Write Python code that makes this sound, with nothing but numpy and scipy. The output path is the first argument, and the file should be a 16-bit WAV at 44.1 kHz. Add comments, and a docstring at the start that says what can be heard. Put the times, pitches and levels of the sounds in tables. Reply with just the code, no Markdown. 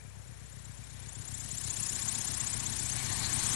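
"""A light aircraft with its engine at idle power rolls closer over grass; only the left channel hears it.
Four cylinders thud unevenly through an exhaust pipe; a low drone beneath sinks slowly as the engine slows.
The two propeller blades whistle, each whistle swung up and down by the Doppler shift of the turning blade.
Air hisses over the airframe, the engine bay roars at close range, and a small bird trills twice.
A breeze and tape noise lie behind; the right channel holds low noise and a faint whine."""
import sys
import numpy as np
from scipy import signal
from scipy.fft import rfft, irfft
from scipy.io import wavfile
from scipy.ndimage import uniform_filter1d

SR = 44100
rng = np.random.default_rng(int(sys.argv[2]) if len(sys.argv) > 2 else 0)


def invert_db(x):
    """Field ratio 10**(x/20) for x, a level in decibels (scalar or array-like)."""
    u = np.asarray(x, float) / 20
    return 10 ** u


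def store_wav(level_fs):
    """Save 16-bit WAV to argv[1]."""
    pcm = np.round(np.clip(np.atleast_2d(level_fs), -1, 1) * 32767)
    wavfile.write(sys.argv[1], SR, pcm.T.astype(np.int16))


N = 156555
T = np.arange(N) / SR


def curve(table, col):
    """Reads one column of a time table, with straight lines between its rows."""
    return np.interp(T, [row[0] for row in table], [row[col] for row in table])


def evened(x):
    """Scales a sound to an average (rms) level of 1."""
    return x / np.sqrt(np.mean(x ** 2) + 1e-20)


def resonate(x, pitch_hz, width_hz):
    """A resonance of gain 1 whose pitch may move: shift down to zero, smooth, shift back up."""
    turn = np.exp(2j * np.pi * np.cumsum(pitch_hz * np.ones(N)) / SR)
    decay = np.exp(-np.pi * abs(width_hz) / SR)
    smooth = signal.lfilter([1 - decay], [1, -decay], x / turn + 1e-18)
    return 2 * (turn * smooth).real


def resonate_twice(x, pitch_hz, first_width_hz, second_width_hz):
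    """Two resonances in a row at one pitch, for steeper sides, scaled to rms 1."""
    return evened(resonate(resonate(x, pitch_hz, first_width_hz), pitch_hz, second_width_hz))


def drift(rate_hz):
    """Random wander of rms 1, made of noise that weakens above rate_hz."""
    spectrum = rfft(rng.standard_normal(N))
    weaken = 1 + (np.fft.rfftfreq(N, 1 / SR) / rate_hz) ** 4
    return evened(irfft(spectrum / weaken, N))


def noise(spectrum, patchy_db):
    """Noise of a given spectrum, rms 1, with patches in time and pitch that drift louder and softer."""
    bin_hz = np.fft.rfftfreq(1024, 1 / SR)
    real, imaginary, patch = rng.standard_normal((N // 256 + 5, 513, 3)).T
    patch = uniform_filter1d(patch, size=10, axis=0)
    patch = evened(uniform_filter1d(patch, size=10, axis=1))
    pitch_hz, level_db = np.transpose(spectrum)
    shape_db = np.interp(np.log(bin_hz + 1), np.log(pitch_hz + 1), level_db)[:, None]
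    grains = (real + 1j * imaginary) * invert_db(shape_db + patchy_db * patch)
    return evened(signal.istft(grains, nperseg=1024, noverlap=768)[1][:N])


# The turning engine; the count jumps about a third of a turn at 1.46 s, heard as a small skip in the sound: #
# time_s, crankshaft_turns so far
CRANK_TURNS = [(0, .35), (.405, 7), (.906, 15), (1.46, 23.77), (1.461, 24.09), (1.962, 32), (2.41, 39),
               (2.8, 45.02), (3.167, 50.55), (3.55, 56.23)]


def crankshaft():
    """Counts crankshaft turns over time; the firings, drone and propeller all follow this count."""
    return curve(CRANK_TURNS, col=1)


# Loudness of the sources as the plane comes closer, before each source's own boosts:
# time_s, exhaust_db, overtones_db against the exhaust, air_hiss_db, whistle_db, drone_db
APPROACH_LEVELS = [(0, -51, -21, -68.5, -64.5, -52.5), (.5, -51.5, -12, -62.5, -59, -52),
                   (1.0, -49, -3, -58, -54.5, -50), (1.4, -48, -0.5, -53.5, -45, -50.5),
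                   (1.85, -45.5, -11, -48, -37.5, -50), (2.2, -47, 5, -46, -38, -52),
                   (2.6, -42.5, 5, -46, -39.5, -48.5), (2.9, -43, 4.5, -46, -37, -46.5),
                   (3.0, -41, 3.5, -43, -37.5, -47), (3.3, -41.5, 4.5, -42.5, -36, -49),
                   (3.55, -42, 5, -39.5, -32, -50)]


def approach_db(col):
    """Reads the level of one source as the plane comes closer."""
    return curve(APPROACH_LEVELS, col)


# The four cylinders: firing_turn within the two-turn cycle, level_db
CYLINDER_FIRINGS = [(.13, -7), (.63, -6), (1.16, 0), (1.6, -1)]
# Exhaust pipe resonances: pitch_hz, width_hz (the first of two passes is twice as wide), level_db
PIPE_RESONANCES = [(97.1, 23.4, -2.5), (116, 29.2, -6), (61.3, 76, -4.5), (164, 32, -20), (207.7, 25, -15),
                   (305, 34, -26)]


def exhaust(crank):
    """Uneven firings and turbulent puffs ring the pipe; a drone at twice the firing rate lies beneath."""
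    jitter_turns, spread_db, puff_db = .02, 2, -9
    overtone_from_hz, muffler_hz = 140, 330
    firings = np.zeros(N)
    luck = rng.standard_normal((30, len(CYLINDER_FIRINGS), 2))
    for k, (firing_turn, level_db) in enumerate(CYLINDER_FIRINGS):
        turns = 2 * np.arange(30) + firing_turn + jitter_turns * luck[:, k, 0]
        at = np.searchsorted(crank, turns)
        heard = (at > 0) & (at < N)
        firings[at[heard]] = invert_db(level_db + spread_db * luck[heard, k, 1])
    drive = evened(firings) + invert_db(puff_db) * rng.standard_normal(N)

    overtones = invert_db(approach_db(col=2))
    pipe = np.zeros(N)
    for pitch_hz, width_hz, level_db in PIPE_RESONANCES:
        ring = invert_db(level_db) * resonate_twice(drive, pitch_hz, 2 * width_hz, width_hz)
        pipe += ring * (overtones if pitch_hz > overtone_from_hz else 1)
    muffler = signal.butter(2, [50, muffler_hz], "band", fs=SR, output="sos")
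    muffled = signal.sosfilt(muffler, pipe)

    drone_level = invert_db(approach_db(col=5) + 5.0 + 0.5 * drift(6.8))
    drone = drone_level * np.sin(2 * np.pi * 4 * crank + 1.8)  # four waves per crankshaft turn
    return invert_db(approach_db(col=1) + 3.5) * muffled + drone


# Bird notes, in two groups: start_s, level_db
BIRD_NOTES = [(0, -53.5), (0.051, -55), (.1, -58), (.165, -64), (.82, -54), (0.867, -58), (0.908, -56),
              (.953, -59), (0.996, -53), (1.042, -53)]


def bird():
    """Two trills of short notes, each a tone that rises in pitch while it swells and fades."""
    note_s, low_hz, high_hz = 0.021, 2220, 2510
    out = np.zeros(N)
    for start_s, level_db in BIRD_NOTES:
        progress = np.clip((T - start_s) / note_s, 0, 1)
        pitch_hz = low_hz + (high_hz - low_hz) * progress
        swell = np.sin(np.pi * progress)
        out += invert_db(level_db) * swell * np.sin(2 * np.pi * np.cumsum(pitch_hz) / SR)
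    return out


# Colour of the breeze and tape noise: pitch_hz, level_db per Hz (only the shape counts)
FIELD_SPECTRUM = [(28, -6), (60, -25), (240, -21), (400, 0), (1010, -4), (1110, -5.5), (1870, -3),
                  (2040, -4), (3600, -12), (4780, -12.5), (6000, -8.5), (7800, -10), (11800, -10),
                  (13200, -120)]


def field():
    """Breeze and tape noise: a soft, slightly patchy hiss of constant overall level."""
    return invert_db(-55) * noise(FIELD_SPECTRUM, patchy_db=0.86)


# Blade-edge whistles: centre_hz, lowest_pitch_turn, loudest_turn, level_db against each other,
# half_swing_db (the loudness falls by up to twice this)
BLADE_WHISTLES = [(7900, .84, .98, 4, 21), (10150, .31, .53, 1, 21), (6700, .33, .48, -8, 12),
                  (9200, .33, .56, -10, 14), (5900, .3, .45, -10, 12), (3700, .8, .02, -11, 18),
                  (8600, .8, .86, -6, 15), (6200, .8, .97, -11, 12), (10000, .25, .32, -6, 16),
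                  (4600, .3, .5, -12, 17), (5300, .82, .0, -11, 17), (3000, .3, .5, -15, 17),
                  (7300, .8, .92, -8, 13)]
# As the plane turns its side to the listener: time_s, doppler_swing as share of pitch,
# loudness_swing as share of full, whistle_db against the swish, flicker_db
VIEW_ANGLE = [(0, .125, .8, -1, 2), (1.0, .13, 1, 0, 2), (1.8, .145, 1, 0, 2), (2.05, .155, .6, -2, 2),
              (2.3, .165, .95, 0, 1.5), (2.8, .19, .8, -1, 2), (3.05, .2, .4, -5, 3.5),
              (3.55, .22, .2, -8, 4)]
# Colour of the propeller swish: pitch_hz, level_db per Hz (only the shape counts)
SWISH_SPECTRUM = [(2060, -60), (3500, -6), (4820, -11.5), (7180, 7), (10300, 3), (11500, -2), (11800, 1),
                  (12500, -77), (16200, -107), (22000, -120)]


def propeller(crank):
    """Each whistle rises as its blade swings toward the listener; a swish beats twice a turn."""
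    width_hz, fuzz_share, wander_share = 300, .3, .01
    top_hz, fade_db_per_khz = 11100, 28.5  # whistles weaken above this pitch
    doppler_swing, loudness_swing = curve(VIEW_ANGLE, col=1), curve(VIEW_ANGLE, col=2)
    whistle_db, flicker_db = curve(VIEW_ANGLE, col=3), curve(VIEW_ANGLE, col=4)
    whistles = np.zeros(N)
    for centre_hz, lowest_turn, loudest_turn, level_db, half_swing_db in BLADE_WHISTLES:
        doppler = -doppler_swing * np.cos(2 * np.pi * (crank - lowest_turn))
        pitch_hz = centre_hz * (1 + doppler + wander_share * drift(12))
        clear = np.sqrt(2) * np.sin(2 * np.pi * np.cumsum(pitch_hz) / SR)
        fuzzy = resonate_twice(rng.standard_normal(N), pitch_hz, width_hz, width_hz)
        tone = (1 - fuzz_share) * clear + fuzz_share * fuzzy

        beat_db = half_swing_db * loudness_swing * (np.cos(2 * np.pi * (crank - loudest_turn)) - 1)
        fade_db = fade_db_per_khz * np.maximum(pitch_hz - top_hz, 0) / 1000
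        total_db = level_db + 6 + beat_db + whistle_db + flicker_db * drift(33) - fade_db
        whistles += invert_db(total_db) * tone
    swish_db = -1 + 3.5 * np.cos(4 * np.pi * crank)
    swish = invert_db(swish_db) * noise(SWISH_SPECTRUM, patchy_db=-3.0)
    return invert_db(approach_db(col=4)) * (whistles + swish)


# Colour of the air hiss: pitch_hz, level_db per Hz (only the shape counts)
AIR_SPECTRUM = [(180, 4), (300, 1.5), (525, -9), (712, -2), (1030, -1.5), (1310, -5.5), (1650, -0.5),
                (2620, -4.5), (3860, -3), (4810, -11), (5500, -4), (7150, -11), (12100, -120)]


def airflow(crank):
    """Air and rolling hiss of the aircraft, beating slightly with the two blades."""
    beat_db = 1 * np.cos(4 * np.pi * crank)
    return invert_db(approach_db(col=3) + 4 + beat_db) * noise(AIR_SPECTRUM, patchy_db=1.0)


# Coloured roar of the engine bay: pitch_hz, width_hz of each of two passes, level_db against each other
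BAY_BANDS = [(704, 200, -13.5), (1024, 270, -10), (1097, 56, -11.5), (1786, 460, -3.5), (2300, 300, -4),
             (4200, 680, 1)]
# Loudness of the roar as the plane comes close: time_s, level_db applied to the summed bands
BAY_LOUDNESS = [(0, -74), (1.0, -71), (1.6, -61), (2.1, -54.5), (2.85, -56), (3.0, -47), (3.55, -49)]


def engine_bay():
    """Noise in a few resonant bands, each wavering, that swells as the plane comes close."""
    roar = np.zeros(N)
    for pitch_hz, width_hz, level_db in BAY_BANDS:
        waver_db = 4.04 * drift(11.4)
        band = resonate_twice(rng.standard_normal(N), pitch_hz, width_hz, width_hz)
        roar += invert_db(level_db + waver_db) * band
    return invert_db(curve(BAY_LOUDNESS, col=1)) * roar


def scene():
    """The aircraft, the field and the bird at one microphone, on the left channel."""
    crank = crankshaft()
    left = exhaust(crank) + bird() + field()
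    left += propeller(crank) + airflow(crank) + engine_bay()
    return np.array([left, np.zeros(N)])


def idle_input():
    """The unused right input: low noise and a faint steady whine."""
    low_noise = invert_db(-84) * drift(460)
    whine = invert_db(-84) * np.sin(2 * np.pi * 1960 * T)
    return low_noise + whine


# Constant converter offset, one row per channel (left, right): offset as share of full scale
CONVERTER_OFFSET = [
    [.001],
    [-.0016],
]


def band_limit(x):
    """A steep low-pass at the top of the band."""
    return signal.sosfilt(signal.butter(12, 12640, fs=SR, output="sos"), x)


def record(dry):
    """Limits the treble, then adds the idle right input and the converter's constant offset."""
    treble_limit = signal.butter(8, 11600, fs=SR, output="sos")
    limited = signal.sosfilt(treble_limit, dry)
    mix = limited + np.array([np.zeros(N), idle_input()]) + CONVERTER_OFFSET
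    return band_limit(mix)


dry = scene()
out = record(dry)
store_wav(out)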